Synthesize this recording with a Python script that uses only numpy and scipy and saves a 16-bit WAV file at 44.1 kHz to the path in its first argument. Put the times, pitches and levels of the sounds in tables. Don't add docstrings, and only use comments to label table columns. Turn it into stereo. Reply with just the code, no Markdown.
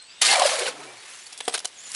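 import sys
import numpy as np
from scipy import signal
from scipy.fft import rfft, irfft, next_fast_len
from scipy.io import wavfile
from scipy.ndimage import uniform_filter1d, map_coordinates

SR = 44100
rng = np.random.default_rng(int(sys.argv[2]) if len(sys.argv) > 2 else 0)


def voltage_ratio(decibels):
    exponent = np.asarray(decibels, float) / 20
    return 10 ** exponent


def materialize(psi):
    bounded = np.clip(np.atleast_2d(psi).T, -1, 1)
    quanta = np.round(bounded * 32767).astype(np.int16)
    wavfile.write(sys.argv[1], SR, quanta)


N = 85995

# time_s, grinding_db, pocket_over_grinding_db, pocket_pitch_hz
THRUST = [
    (.2165, -25.5, -30, 800),
    (.218, -20, -25, 830),
    (.287, -17.5, -15, 774),
    (.337, -18.5, 2, 770),
    (.351, -27, 6.5, 730),
    (.47, -23.5, 2, 582),
    (.54, -28, 0.5, 558),
    (.69, -30.5, -2.5, 523),
    (.735, -57, -5, 497),
]
# start_s, peak_db, length_s, thud_db, brightness_db
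CATCHES = [(.247, -22, 0.036, -28, 8), (.32, -31, 0.0039, -24, 9), (.356, -18.5, 0.0044, -21, -1),
           (.394, -17, 0.005, -5, 3), (.418, -23, 0.0086, -15, -20), (.46, -20, 0.013, -22, -0.2),
           (.493, -22, 0.0043, -13, -5.5), (.512, -30, 0.0089, -15, -12), (.526, -27, 0.019, -11, -2),
           (.5645, -30, 0.0044, -20, -7), (.5875, -26, 0.014, -20, 0), (.657, -30, .015, -21, -17),
           (.68, -29, 0.013, -24, 0)]
# start_s, peak_db, length_s, thud_db, brightness_db
SPLATS = [(.2155, -15, 0.014, -25, 2), (1.258, -43, 0.0037, -20, 3), (1.266, -39, 0.0048, -24, 4),
          (1.325, -35.5, 0.0091, -27, 3), (1.376, -33, 0.0045, -26, 19), (1.388, -35, .003, -13, 16),
          (1.404, -25, 0.0037, -5, -3), (1.451, -36.5, 0.0064, -19, 5), (1.479, -22, 0.0084, 9.5, 0.5),
          (1.494, -31.5, 0.0062, 4, -2), (1.507, -48, 0.01, 14, -2), (1.524, -36.5, 0.017, 1, 1),
          (1.539, -21, 0.012, -5, 0), (1.548, -25, 0.014, -3, -3.5), (1.5765, -25, 0.004, -10, 0),
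          (1.59, -27.5, 0.0039, -29, 4), (1.601, -33, 0.0035, -21, -1), (1.646, -28, 0.0057, -3.5, 3),
          (1.654, -17, .0017, -17, 4.5), (1.672, -39, 0.0084, -9, 12), (1.917, -25.5, 0.0014, -26, 14),
          (1.947, -20, .005, -40, 2)]
# start_s, peak_db, pitch_hz, length_s
PLOPS = [(.218, -35.5, 471, 0.016), (.282, -25, 770, 0.043), (.313, -20, 707, 0.0072),
         (.33, -16.5, 823, 0.012), (.356, -21, 840, 0.0042), (.362, -17, 680, 0.009),
         (.379, -19.5, 571, 0.018), (.391, -28, 800, 0.009), (.403, -25, 760, 0.012),
         (.404, -20.5, 1043, 0.016), (.418, -8, 732, 0.0079), (.418, -17.5, 1060, .007),
         (.43, -18, 575, 0.01), (.453, -8.5, 562, 0.011), (.51, -34, 580, 0.017), (.529, -24, 615, 0.011),
         (.587, -24, 497, 0.012), (.6, -31, 720, 0.0087), (.606, -28.5, 374, 0.029),
         (.618, -25, 485, 0.021), (.682, -23.5, 499, 0.016)]
# start_s, peak_db, pitch_hz, length_s
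SINGS = [(.002, -53, 1543, 0.022), (.215, -19, 10450, 0.0071), (.215, -19.5, 7410, 0.011),
         (.243, -29, 1830, 0.041), (.286, -19.5, 2124, 0.023), (.308, -16, 4320, 0.013),
         (.31, -26.5, 1670, 0.019), (.352, -18, 2350, .01), (.656, -27.5, 3056, 0.01),
         (.675, -23, 1495, 0.0088), (.755, -46, 1300, 0.026), (.81, -46.5, 1280, 0.045),
         (.815, -46, 4000, .025), (.86, -47, 2340, .06), (.96, -50, 2290, 0.044), (.965, -50, 4370, 0.079),
         (1.01, -51, 3780, .03), (1.06, -51, 1766, 0.053), (1.07, -49, 2610, .035), (1.115, -49, 6270, .04),
         (1.15, -51, 7450, .025), (1.185, -45.5, 6250, .02), (1.215, -45, 7150, 0.018),
         (1.263, -38.5, 4500, 0.011), (1.404, -34, 1720, .008), (1.405, -32, 2270, 0.0053),
         (1.545, -28.5, 1577, 0.011), (1.646, -41, 1800, 0.0066), (1.654, -25, 2980, 0.0049),
         (1.654, -25, 4030, 0.0048), (1.654, -21.5, 6240, 0.003)]
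# time_s, level_db, wet_slop_over_it_db, brightness_db
SLIDE = [(.66, -34.5, 1, -5), (.72, -39, -3, -4), (.76, -45, 1.5, -0.5), (.85, -41.5, -2.5, 0.5),
         (.95, -45.5, -1.5, 1), (1.15, -45, -21.5, 5), (1.3, -52, -11.5, 8), (1.62, -53, 0, 4.5),
         (1.74, -58.5, -4.5, 7.5), (1.95, -40.5, -29, 9)]
# time_s, pitch_hz, level_db
SUCK = [
    (.68, 167, -69.5),
    (.84, 139, -64),
    (.92, 121, -70),
    (1.0, 117, -69),
]
# time_s, pitch_hz, level_db
GULP = [
    (.77, 339, -57.5),
    (.82, 301, -61.5),
    (.9, 342, -54),
    (.96, 367, -64),
]
# pitch_hz, level_db (per Hz)
GRIND_COLOUR = [(120, -13.5), (300, -9), (900, -3.5), (1300, -6.5), (2100, -1), (4400, 0.5), (6500, -4),
                (10000, -2.5), (11500, -6.5)]
# pitch_hz, level_db (per Hz)
SAND_COLOUR = [(200, -12), (700, -9), (1900, -0.5), (4000, -6.5), (7000, -9), (11500, -9)]
# pitch_hz, level_db (per Hz)
AIR_COLOUR = [(40, -52), (70, -17), (1450, -8.5), (3550, -4), (8000, -14.5), (11500, -25)]
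# pitch_hz, width_hz, level_db
BLADE = [(1660, 35, -3), (1870, 30, 0), (2110, 25, 2), (2450, 60, -3), (4300, 120, -9), (5410, 40, -8)]
# pitch_hz, level_db, fade_by_60_db_s
TUB = [(151, -25.5, .06), (308, -10, 0.027), (460, 4.5, 0.022), (626, -4, 0.023), (718, 5, 0.022),
       (927, -2.5, 0.02), (1167, -2.5, 0.019), (1464, -8, 0.019), (2580, -14, .03)]
# time_s, pitch_hz, level_db
BIRDS = [
    [(0, 4180, -46), (.04, 4210, -56), (.07, 4500, -59), (.12, 4770, -49.5)],
    [(.12, 5270, -58), (.14, 4850, -53)],
    [(.08, 3570, -64), (.157, 3590, -60), (.21, 3690, -51.5)],
    [(.014, 7960, -59), (.024, 8130, -45), (.035, 8140, -63), (.1, 7850, -60), (.115, 7500, -57.5),
     (.135, 7800, -61), (.175, 8200, -60), (.21, 8200, -52.5)],
    [(.085, 2650, -55), (.15, 2650, -61), (.2, 2900, -61)],
    [(1.423, 8020, -56), (1.445, 8200, -46), (1.457, 8260, -63), (1.472, 8150, -44), (1.49, 8150, -53),
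     (1.525, 8100, -44)],
    [(1.74, 8130, -59), (1.765, 7130, -55), (1.79, 6470, -45.5), (1.812, 7270, -50), (1.865, 6860, -46),
     (1.897, 7100, -48)],
    [(1.33, 3360, -57), (1.45, 3470, -54)],
]
FLUTTER_HZ = [25, 120, 35, 140, 90, 80, 200, 60]
# pitch_hz, likeness (0 to 1)
BARROW_ALIKE = [(500, 0.99), (3000, 0.98), (10000, 0.94)]
# pitch_hz, likeness (0 to 1)
GARDEN_ALIKE = [(100, 0.66), (10000, 0.65)]

BRIGHT_HZ = 4500


def unit(x):
    return x / np.sqrt(np.mean(x ** 2) + 1e-20)


def along(points, hz):
    f, v = np.transpose(points)
    return np.interp(np.log(hz + 1), np.log(f + 1), v)


def curves(rows):
    s, *columns = np.transpose(rows)
    t = np.arange(N) / SR
    inside_s = np.minimum(t - s[0] + 0.0055, s[-1] - t + 0.0038)
    gate = np.clip(inside_s / 0.0054, 0, 1)
    return [gate] + [np.interp(t, s, column) for column in columns]


def wobble(rate):
    knots = rng.standard_normal(int(N * rate / SR) + 4)
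    return map_coordinates(knots, [np.arange(N) * rate / SR])


def filtered(x, response):
    m = next_fast_len(N + SR // 2)
    return irfft(rfft(x, m) * response(np.fft.rfftfreq(m, 1 / SR)), m)[..., :N]


def bright_part(x):
    return filtered(x, lambda f: 1 / (1 + (BRIGHT_HZ / (f + 1)) ** 4))


def dull_part(x):
    return filtered(x, lambda f: 1 / (1 + (f / BRIGHT_HZ) ** 4))


def ringing(peaks):
    def response(f):
        return sum((-1) ** k * voltage_ratio(db) * 1j * f * width / (hz * hz - f * f + 1j * f * width)
                   for k, (hz, width, db) in enumerate(peaks))
    return response


def grit(colour, lumpy_db, patchy_db):
    z = signal.stft(rng.standard_normal(N + 512), nperseg=256)[2]
    patches = uniform_filter1d(rng.standard_normal(z.shape), size=5, axis=0)
    patches = uniform_filter1d(patches, size=5, axis=1)
    noise = signal.istft(z * voltage_ratio(patchy_db * unit(patches)), nperseg=256)[1][:N]
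    clumps = voltage_ratio(lumpy_db * (wobble(700) + 0.71 * wobble(89.6)))
    return unit(filtered(noise, lambda hz: voltage_ratio(along(colour, hz))) * clumps)


def gurgle(hz, count, cycles, scatter, size_db):
    u, t = rng.random((count, 2)), np.arange(1200) / SR
    at = (u[:, 0] * (N - 1)).astype(int)
    f = (hz[at] * np.exp(scatter * rng.standard_normal(count)))[:, None]
    size = voltage_ratio(-size_db * np.log(u[:, 1:2] + 1e-4))
    age = f * t / cycles
    tone = size * age * np.exp(-age) * np.sin(2 * np.pi * f * t)
    places = at[:, None] + np.arange(1200)
    return unit(np.bincount(places.ravel(), tone.ravel())[:N])


def thrust():
    gate, db, pocket_db, pocket_hz = curves(THRUST)
    grind = grit(GRIND_COLOUR, lumpy_db=1.4, patchy_db=1.25)
    free = np.clip((0.373 - np.arange(N) / SR) / 0.018, 0.2, 1)
    blade = voltage_ratio(-9) * free * unit(filtered(grind, ringing(BLADE)))
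    pocket = gurgle(pocket_hz, count=2200, cycles=2.6, scatter=0.08, size_db=1.5)
    overtone = gurgle(1.74 * pocket_hz, count=1500, cycles=1.42, scatter=0.302, size_db=2.0)
    pocket = pocket + voltage_ratio(-2) * overtone
    return gate * voltage_ratio(db) * (grind + squeaks() + blade + voltage_ratio(pocket_db - 4) * pocket)


def squeaks():
    return voltage_ratio(-7) * gurgle(np.full(N, 3600.), count=1100, cycles=8, scatter=0.5, size_db=1.8)


def tones(rows, wander):
    out, drift = np.zeros(N + SR), wobble(160)
    swell = 0.36
    for s, db, hz, length in rows:
        i = round(s * SR)
        u = np.arange(round(2 * length * SR)) / (SR * length * swell)
        phase = 2 * np.pi * np.cumsum(hz * (1 + wander * drift[i:i + len(u)])) / SR
        out[i:i + len(u)] += voltage_ratio(db) * (u * np.exp(1 - u)) ** 1.16 * np.sin(phase)
    return out[:N]


def bursts(rows):
    t, out = np.arange(SR // 10) / SR, np.zeros(N + SR)
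    crunch = grit(GRIND_COLOUR, lumpy_db=2.2, patchy_db=1.8)
    high, low = bright_part(crunch), dull_part(crunch)
    for k, (s, db, length, thud_db, bright_db) in enumerate(rows):
        i = round(s * SR)
        part = slice(k * 2500, k * 2500 + len(t))
        tail_s = 0.029 * (length / 0.0042) ** 0.5
        rise = 1 - np.exp(-t / 0.0003)
        shape = rise * voltage_ratio(-60 * np.maximum(t - 0.71 * length, 0) / tail_s)
        shape = shape * (1 + voltage_ratio(-0.5) * np.exp(-t / 0.00013))
        mix = low[part] * voltage_ratio(-bright_db) + high[part] * voltage_ratio(bright_db)
        mix = mix * np.linalg.norm(shape) / np.linalg.norm(shape * mix)
        out[i:i + len(t)] += voltage_ratio(db) * (shape * mix + voltage_ratio(thud_db) * tub(t))
    return out[:N]


def tub(t):
    rings = sum(voltage_ratio(db + rng.normal(0, 1) - 60 * t / t60) * np.sin(2 * np.pi * hz * t)
                for hz, db, t60 in TUB)
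    return rings * (1 - np.exp(-t / 0.0012))


def slide():
    gate, db, slop_db, bright_db = curves(SLIDE)
    slop = gurgle(np.full(N, 800.), count=1500, cycles=3.3, scatter=0.548, size_db=-1.0)
    sand = grit(SAND_COLOUR, lumpy_db=2.0, patchy_db=1.0)
    sand = sand + (voltage_ratio(bright_db) - 1) * bright_part(sand)
    return gate * voltage_ratio(db + 0.58 * wobble(14.9)) * (sand + 0.56 * squeaks() + voltage_ratio(slop_db) * slop)


def whistle(rows, flutter_hz, rate):
    gate, hz, db = curves(rows)
    phase = 2 * np.pi * np.cumsum(hz + flutter_hz * wobble(rate)) / SR
    return gate * voltage_ratio(db + 3.5 + flutter_hz / 60 * wobble(rate)) * np.sin(phase)


def birds():
    return sum(whistle(rows, flutter, 450) for rows, flutter in zip(BIRDS, FLUTTER_HZ))


def garden_air():
    return voltage_ratio(-50.5 + 1.8 * wobble(6.4)) * grit(AIR_COLOUR, lumpy_db=0.6, patchy_db=0.5)


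def yard(x):
    t = np.arange(SR // 4) / SR
    tail = rng.standard_normal((2, len(t))) * voltage_ratio(-60 * t / 0.13)
    late = np.pad(x, (300, 0))[None]
    return signal.fftconvolve(late, tail / np.linalg.norm(tail[0]), axes=1)[:, :N]


def left_right(x, alike):
    def difference(hz):
        angle = np.arccos(np.clip(along(alike, hz), 0, 1))
        return 1.4j * np.cos(hz / 70) * np.tan(angle / 2)
    side = filtered(x, difference)
    return np.array([x + side, x - side])


def low_cut(x):
    return filtered(x, lambda f: (1j * f / (317 + 1j * f)) ** 2)


def scene():
    shovel = thrust() + bursts(CATCHES) + bursts(SPLATS)
    shovel = shovel + tones(PLOPS, wander=0.032) + tones(SINGS, wander=0.014)
    shovel = low_cut(shovel)
    mix = low_cut(slide()) + whistle(SUCK, 8.4, 40.9) + whistle(GULP, 19.0, 70.3)
    calls = birds()
    near = left_right(shovel, BARROW_ALIKE) * voltage_ratio([[0.55], [-0.55]]) + left_right(mix, BARROW_ALIKE)
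    echoes = voltage_ratio(-16) * yard(shovel + mix) + voltage_ratio(-6) * yard(calls)
    return near + left_right(garden_air() + calls, GARDEN_ALIKE) + echoes


def top_cut(x):
    return signal.sosfilt(signal.butter(12, 11940, fs=SR, output="sos"), x)


def record(dry):
    limited = filtered(dry, lambda hz: np.clip((11110 - hz) / 70, 0, 1) ** 2)
    return top_cut(limited)


dry = scene()
out = record(dry)
materialize(out)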